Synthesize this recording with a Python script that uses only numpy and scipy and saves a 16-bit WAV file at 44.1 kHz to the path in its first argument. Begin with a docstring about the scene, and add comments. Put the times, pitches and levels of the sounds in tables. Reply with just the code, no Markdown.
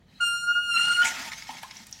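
"""A faint leaking hiss, then the squeal of a toilet tank's fill valve in a small bathroom.
The valve's seal sings cleanly at first, then flutters and rasps as water forces past it.
It lets go with two chirps and a spurt, and the jet settles to a hiss that rings in tank and pipe.
Air spits through the valve, water splashes at the inlet, drops plop and glug into the tank
and a few tick on the fittings, all over a low room tone."""
import sys
import numpy as np
from scipy import signal
from scipy.fft import rfft, irfft, next_fast_len
from scipy.io import wavfile
from scipy.ndimage import uniform_filter1d, map_coordinates

SR = 44100
rng = np.random.default_rng(int(sys.argv[2]) if len(sys.argv) > 2 else 0)


def persist_wave(psi):
    """Save psi, clipped to +-1, as 16-bit WAV."""
    counts = np.round(np.clip(psi, -1, 1) * 32767).astype(np.int16)
    wavfile.write(sys.argv[1], SR, np.atleast_2d(counts).T)


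N = 88200

# the note the seal sings: time_s, pitch_hz
SEAL_PITCH = [(.2, 1422), (.245, 1404), (.3, 1401), (.48, 1414), (.605, 1427), (.68, 1418), (.73, 1395),
              (.768, 1374), (.79, 1405), (.835, 1405), (.87, 1422), (.92, 1412), (.95, 1432), (.975, 1422),
              (1.04, 1428)]
# level rides for the squeal's first three harmonics and its upper stack: time_s, level_db
FUNDAMENTAL_LEVEL = [(.208, -26.5), (.236, -24), (.262, -44.5), (.276, -30), (.35, -30.5), (.396, -45),
                     (.44, -30), (.457, -36.5), (.487, -23.5), (.518, -23), (.538, -45.5), (.555, -24),
                     (.585, -24.5), (.633, -42), (.67, -35), (.703, -27), (.725, -40.5), (.745, -25),
                     (.805, -26.5), (.828, -42), (.915, -20), (.958, -36.5), (.99, -21.5), (1.02, -18.5),
                     (1.03, -27)]
OCTAVE_LEVEL = [(.21, -32.5), (.262, -26), (.385, -35.5), (.447, -56), (.49, -35), (.58, -31.5),
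                (.645, -33), (0.696, -39), (0.719, -26.5), (.755, -30.5), (0.775, -17.5), (.79, -27),
                (0.828, -23), (0.863, -33.5), (.878, -27.5), (.91, -33), (.955, -26), (0.982, -38),
                (1.022, -36)]
THIRD_LEVEL = [(0.21, -44), (0.232, -39.5), (0.512, -47.5), (0.542, -52), (0.646, -51), (0.77, -32),
               (0.792, -38), (1.02, -40)]
UPPER_LEVEL = [(.2, -52), (.27, -41), (.33, -46), (.39, -49), (.52, -50.5), (.61, -55.5), (.68, -50),
               (.74, -42.5), (.83, -44.5), (.92, -46), (1.02, -48.5)]
# the upper stack: harmonic_number, offset_db, swell_share
UPPER_PARTIALS = [(4, -1, 1.14), (5, -3.5, 0.66), (6, -1, 1.6), (7, -8.5, 1.3), (8, -18.5, 1.1),
                  (9, -17, .8), (10, -21.5, .8), (11, -25, .8)]
SQUEAL_START_S, SQUEAL_STOP_S = .199, 1.018
SQUEAL_ATTACK_S, SQUEAL_RELEASE_S, FUNDAMENTAL_T60_S = 0.011, 0.0065, .28
# how hard the seal flutters: time_s, roughness_0_to_1
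ROUGHNESS = [(.2, 0.01), (.26, 0.11), (.69, 0.02), (.77, 0.86), (.94, 0.8), (.985, 0.27), (1.015, 0.3),
             (1.03, 0.92)]
FLUTTER_PER_S, DRIFT_DB = 140, 3.2
JITTER_HZ, SHIMMER_DB, SHAKE_RAD = 3.4, 3.5, 0.34  # on the fundamental, at full roughness
RASP_DB, RASP_HALF_WIDTH_HZ = -14.5, 109
# the seal's last chirps as it slips: start_s, level_db, pitch_hz
SEAL_CHIRPS = [(1.017, -19, 2950), (1.029, -12.5, 2980)]
CHIRP_T60_S, CHIRP_RISE = 0.034, 0.0303

# water through the valve: time_s, body_db, fizz_db
JET_LEVELS = [(0, -77, -80.5), (.195, -63, -92), (.212, -54, -60), (.26, -86, -83), (.46, -83, -75),
              (.56, -95.5, -78), (.69, -78, -74), (.735, -52.5, -54.5), (.78, -46.5, -54.5),
              (.86, -41.5, -44.5), (.92, -43, -42.5), (1.01, -45.5, -47.5), (1.024, -32, -36.5),
              (1.041, -35, -40.5), (1.049, -31, -35), (1.082, -31, -38.5), (1.1, -36.5, -40),
              (1.17, -36, -40.5), (1.25, -38.5, -41.5), (1.33, -43.5, -45.5), (1.38, -48.5, -46),
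              (1.55, -48.5, -49.5), (1.66, -56, -52.5), (1.78, -52, -50), (1.85, -55, -54), (2, -58.5, -54)]
# EQ of the jet's body and of its fizz: frequency_hz, gain_db
BODY_EQ = [(120, -27.5), (220, -6), (280, -3), (400, -16), (520, -14), (700, 1), (900, -7), (1100, -4),
           (1400, -2.5), (1650, 1.5), (2050, -1.5), (2700, -2), (3500, -4.5), (5000, -29.5)]
FIZZ_EQ = [(1000, -43.5), (2500, -5), (3500, -1), (5000, 1.5), (7000, -1), (8500, -10.5), (11000, -13),
           (15500, -18.5)]
# resonances of tank and pipe: centre_hz, width_hz, gain_db
TANK_MODES = [(251, 35, -4.5), (898, 29, 11.5), (1053, 52, -6), (1274, 15, 8.5), (1412, 40, -2),
              (1867, 77, 7), (2096, 244, 1.5), (2535, 70, -4.5), (3230, 50, 5)]
TANK_DB, SURGE_DB, PATCHY_DB = -1.5, 1.87, 3
SPRAY_PER_S, SPRAY_DB, SPRAY_SPREAD_DB = 340, -7, -6
# EQ of the spurt as the seal lets go: frequency_hz, gain_db
SPURT_EQ = [(1200, -16), (2050, 11.5), (2600, 6.5), (3300, -8), (4300, -14), (5500, 1), (6600, 4),
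            (8500, -5), (10000, -10.5), (12000, -17), (15500, -27)]
SPURT_START_S, SPURT_HOLD_S, SPURT_DB, SPURT_T60_S = 1.044, 0.039, -27.5, 0.13
# air spitting through the valve: start_s, level_db
AIR_SPITS = [(0.774, -30.5), (.815, -40), (0.919, -34.5), (1.019, -31.5), (1.284, -36), (1.63, -28.5)]
SPIT_ATTACK_S, SPIT_T60_S, SPIT_FIZZ_DB = 0.0023, 0.033, -8

# drops that trap a bubble: start_s, level_db, pitch_hz
DROP_PLOPS = [(1.4915, -20.5, 784), (1.506, -30.5, 898), (1.548, -32.5, 786), (1.630, -25.5, 801),
              (1.631, -31.5, 1466), (1.643, -29, 921)]
PLOP_T60_S, PLOP_RISE = 0.035, 0.315
# resonances of the air in the tank: centre_hz, width_hz, gain_db
CAVITY_MODES = [(930, 15, -11.5), (1040, 12, 1)]
CAVITY_DB = -13
# low glugs: start_s, level_db, pitch_hz
LOW_GLUGS = [(1.495, -43, 238), (1.55, -47, 232), (1.802, -44.5, 213)]
GLUG_T60_S, GLUG_RISE = 0.12, .08
BLIP_ATTACK_S, BLIP_GLIDE_S = .0026, .014  # shared by chirps, plops and glugs
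# splashes at the inlet: start_s, level_db
INLET_SPLASHES = [(1.317, -30), (1.332, -28), (1.38, -38), (1.421, -32), (1.468, -35), (1.488, -35.5),
                  (1.501, -36), (1.568, -33), (1.582, -35), (1.709, -29), (1.759, -36), (1.782, -44),
                  (1.99, -42)]
# resonances of the inlet tube: centre_hz, width_hz, gain_db
INLET_MODES = [(2205, 110, 6), (2680, 200, -3.5), (3690, 750, -7), (4360, 240, -8), (5240, 200, 0),
               (6660, 400, -33)]
SPLASH_ATTACK_S, SPLASH_T60_S, SPLASH_TOP_HZ = 0.0017, 0.027, 7040
# drops ticking on the fittings: start_s, level_db, centre_hz, width_octaves
DROP_TICKS = [(1.525, -44.5, 9100, .6), (1.629, -40.5, 10100, .6), (1.769, -33, 5700, 0.14),
              (1.868, -38, 8460, 0.41), (1.912, -43.5, 10100, .5), (1.927, -24.5, 5760, 0.069)]

# the thin leak before the jet breaks through: time_s, level_db
LEAK_LEVEL = [(0, -87), (.06, -77), (.1, -65.5), (.19, -58.5), (.215, -57), (.26, -65), (.45, -65.5),
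              (.56, -78.5), (.7, -62.5), (.8, -73)]
# resonances that colour the leak: centre_hz, width_hz, gain_db
LEAK_RESONANCES = [(2620, 110, 2), (3040, 110, 1.5), (3290, 48, -1), (3920, 150, 3), (4100, 150, 3),
                   (5860, 350, -25)]
# EQ of the shaking pipe: frequency_hz, gain_db
RUMBLE_EQ = [(50, -20.5), (110, -4), (160, 1), (230, -4), (350, -24), (800, -44)]
# EQ of the bathroom's quiet bed: frequency_hz, gain_db
ROOM_TONE_EQ = [(20, -31), (35, -13), (48, 6), (60, -5.5), (85, -1.5), (180, -0.5), (250, -5), (330, -13.5),
                (600, -17), (1200, -24.5), (2000, -32.5), (3500, -28), (8000, -45), (15000, -48)]
RUMBLE_DB, ROOM_TONE_DB = -55, -59
# the bathroom's reverb time: frequency_hz, t60_s
ROOM_DECAY = [(200, 0.37), (1000, 0.52), (5000, 0.47), (14000, 0.44)]
SQUEAL_SEND_DB, DROP_SEND_DB, TOP_HZ = -10.5, -8, 15950


def squeal():
    """The seal vibrates in a harmonic stack; flutter shakes its pitch and each partial's level."""
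    t = clock()
    pitch, = curves(SEAL_PITCH)
    rough, = curves(ROUGHNESS)
    upper_db, = curves(UPPER_LEVEL)
    phase = 2 * np.pi * np.cumsum(pitch + JITTER_HZ * rough * wobble(FLUTTER_PER_S)) / SR
    onset = np.sin(np.pi / 2 * np.clip((t - SQUEAL_START_S) / SQUEAL_ATTACK_S, 0, 1)) ** 2
    after_s = np.maximum(t - SQUEAL_STOP_S, 0)
    levels = [curves(rows)[0] for rows in (FUNDAMENTAL_LEVEL, OCTAVE_LEVEL, THIRD_LEVEL)]
    swell_db = upper_db - upper_db.mean()
    for _, offset_db, share in UPPER_PARTIALS:
        levels.append(upper_db.mean() + offset_db + share * swell_db + DRIFT_DB * wobble(per_s=18.04))
    stack = np.zeros(N)
    for k, db in enumerate(levels, 1):
        attack = onset ** min(k, 4)  # the overtones come in last
        release = decay(after_s, FUNDAMENTAL_T60_S) if k == 1 else np.exp(-after_s / SQUEAL_RELEASE_S)
        shimmer_db = SHIMMER_DB * rough * wobble(FLUTTER_PER_S)
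        shake = SHAKE_RAD * np.sqrt(k) * rough * wobble(FLUTTER_PER_S)
        stack += amp(db + shimmer_db) * attack * release * np.sin(k * phase + shake)
    return np.sqrt(2) * stack


def rasp(tone):
    """Water forced past the fluttering seal smears every partial with noise."""
    rough, = curves(ROUGHNESS)
    eddies = unit(filtered(white(), lambda hz: 1 / (1 + (hz / RASP_HALF_WIDTH_HZ) ** 2)))
    return tone * (1 + amp(RASP_DB) * rough * eddies)


def jet():
    """The jet rushes in the tank and fizzes with fine spray; both surge together."""
    body_db, fizz_db = curves(JET_LEVELS)
    surge_db = SURGE_DB * wobble(per_s=70.11)
    clicks = (rng.random(N) < SPRAY_PER_S / SR) * rng.choice([-1, 1], N)
    droplets = clicks * amp(SPRAY_SPREAD_DB * np.minimum(rng.exponential(size=N), 3))
    fizz = coloured(turbulence() + amp(SPRAY_DB) * unit(droplets), FIZZ_EQ)
    return amp(body_db + surge_db) * in_tank(turbulence()) + amp(fizz_db + surge_db) * fizz


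def spurt():
    """Spray shoots out as the seal lets go, holds briefly and dies."""
    age = clock() - SPURT_START_S
    attack = np.clip(age / 0.0027, 0, 1)
    release = decay(np.maximum(age - SPURT_HOLD_S, 0), SPURT_T60_S)
    return amp(SPURT_DB) * attack * release * coloured(turbulence(), SPURT_EQ)


def spits():
    """Pockets of air burst through the valve."""
    noise = in_tank(turbulence()) + amp(SPIT_FIZZ_DB) * coloured(turbulence(), FIZZ_EQ)
    return noise * sum(amp(db) * burst(s, SPIT_ATTACK_S, SPIT_T60_S) for s, db in AIR_SPITS)


def plops():
    """Drops trap bubbles, which bend up in pitch near the surface and set the tank's air ringing."""
    bubbles = blips(DROP_PLOPS, PLOP_T60_S, PLOP_RISE)
    return bubbles + amp(CAVITY_DB) * bubbles.std() * ringing(bubbles, CAVITY_MODES)


def splashes():
    """Small gushes splash and ring the inlet tube."""
    tube = ringing(white(), INLET_MODES)
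    noise = unit(filtered(tube, lambda hz: 1 / (1 + (hz / SPLASH_TOP_HZ) ** 6)))
    return noise * sum(amp(db) * burst(s, SPLASH_ATTACK_S, SPLASH_T60_S) for s, db in INLET_SPLASHES)


def ticks():
    """Small drops strike the hard fittings, each a snap of bright, band-passed noise."""
    hits = np.zeros(N)
    for start_s, db, centre_hz, octaves in DROP_TICKS:
        ring = filtered(white(), lambda hz: 1 / (1 + (np.log2((hz + 1) / centre_hz) / octaves) ** 2))
        hits += amp(db) * burst(start_s, attack_s=.0004, t60_s=0.018) * unit(ring)
    return hits


def leak():
    """A thread of water hisses past the nearly closed seal."""
    level_db, = curves(LEAK_LEVEL)
    hiss = ringing(turbulence(), LEAK_RESONANCES)
    thin = filtered(hiss, lambda hz: 1 / (1 + (2300 / (hz + 1)) ** 8))  # steep low cut
    return amp(level_db) * unit(thin)


def rumble():
    """The fluttering seal shakes the pipe until it lets go."""
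    rough, = curves(ROUGHNESS)
    fade = np.exp(-np.maximum(clock() - SQUEAL_STOP_S, 0) / SQUEAL_RELEASE_S)
    return amp(RUMBLE_DB) * rough * fade * coloured(white(), RUMBLE_EQ)


def in_tank(x):
    """Tank and pipe give x a broad body and narrow resonances, at rms 1."""
    return unit(coloured(x, BODY_EQ) + amp(TANK_DB) * ringing(x, TANK_MODES))


def bathroom_reverb(x):
    """The bathroom's tail: each frequency dies at its own speed."""
    hz, t, spectra = signal.stft(rng.standard_normal(SR // 2), SR, nperseg=256)
    tail = signal.istft(spectra * decay(t, along(ROOM_DECAY, hz)[:, None]), SR, nperseg=256)[1]
    impulse = np.pad(tail, (180, 0)) / np.linalg.norm(tail)  # 4 ms of pre-delay
    return signal.fftconvolve(x, impulse)[:N]


def blips(rows, t60_s, rise):
    """Short ringing tones that glide up by the fraction rise of their pitch."""
    tones = np.zeros(N)
    for start_s, db, hz in rows:
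        age = np.maximum(clock() - start_s, 0)
        pitch = hz * (1 + rise * (1 - np.exp(-age / BLIP_GLIDE_S))) * (age > 0)
        phase = 2 * np.pi * np.cumsum(pitch) / SR
        tones += amp(db) * burst(start_s, BLIP_ATTACK_S, t60_s) * np.sin(phase)
    return tones


def turbulence():
    """Churning noise: patches of random gain across time and frequency."""
    spectra = signal.stft(white(), nperseg=512)[2]
    patches = uniform_filter1d(rng.standard_normal(spectra.shape), size=5, axis=0)
    patches = uniform_filter1d(patches, size=6, axis=1)
    return unit(signal.istft(spectra * amp(PATCHY_DB * unit(patches)), nperseg=512)[1][:N])


def ringing(x, modes):
    """x through a bank of resonators, at rms 1."""
    def response(hz):
        return sum(amp(db) * 1j * hz * width / (centre ** 2 - hz ** 2 + 1j * hz * width)
                   for centre, width, db in modes)
    return unit(filtered(x, response))


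def coloured(x, eq):
    """x through an EQ curve, at rms 1."""
    return unit(filtered(x, lambda hz: amp(along(eq, hz))))


def filtered(x, response):
    """x shaped by a frequency response."""
    size = next_fast_len(N + SR // 2)
    return irfft(rfft(x, size) * response(np.fft.rfftfreq(size, 1 / SR)), size)[:N]


def burst(start_s, attack_s, t60_s):
    """An envelope that rises softly and dies away."""
    age = np.maximum(clock() - start_s, 0)
    return (1 - np.exp(-(age / attack_s) ** 2)) * decay(age, t60_s)


def decay(age, t60_s):
    """A fade that loses 60 dB every t60_s."""
    return np.exp(-np.log(1000) * age / t60_s)


def wobble(per_s):
    """A smooth random curve with per_s knots a second."""
    return map_coordinates(rng.standard_normal(2048), [clock() * per_s], mode="wrap")


def curves(rows):
    """An automation curve for each column after the time."""
    times, *columns = np.transpose(rows)
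    return [np.interp(clock(), times, column) for column in columns]


def along(points, hz):
    """Read (frequency, value) points on a log frequency axis."""
    frequencies, values = np.transpose(points)
    return np.interp(np.log(hz + 1), np.log(frequencies + 1), values)


def white():
    """Fresh white noise."""
    return rng.standard_normal(N)


def clock():
    """Each sample's time in seconds."""
    return np.arange(N) / SR


def amp(db):
    """Decibels to gain."""
    return 10 ** (np.asarray(db) / 20)


def unit(x):
    """Scaled to rms 1."""
    return x / np.sqrt(np.mean(x ** 2) + 1e-20)


def scene():
    """Valve, water and drops in mono; the seal and the short hits feed the bathroom's reverb."""
    seal = rasp(squeal()) + blips(SEAL_CHIRPS, CHIRP_T60_S, CHIRP_RISE)
    water = leak() + jet() + spurt() + rumble()
    hits = spits() + splashes() + plops() + blips(LOW_GLUGS, GLUG_T60_S, GLUG_RISE) + ticks()
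    room_tone = amp(ROOM_TONE_DB) * coloured(white(), ROOM_TONE_EQ)
    reverb = bathroom_reverb(amp(SQUEAL_SEND_DB) * seal + amp(DROP_SEND_DB) * hits)
    mono = seal + water + hits + reverb + room_tone
    return np.array([mono, mono])


def record(dry):
    """A brick-wall high cut at TOP_HZ."""
    return np.array([filtered(channel, lambda hz: hz < TOP_HZ) for channel in dry])


dry = scene()
out = record(dry)
persist_wave(out)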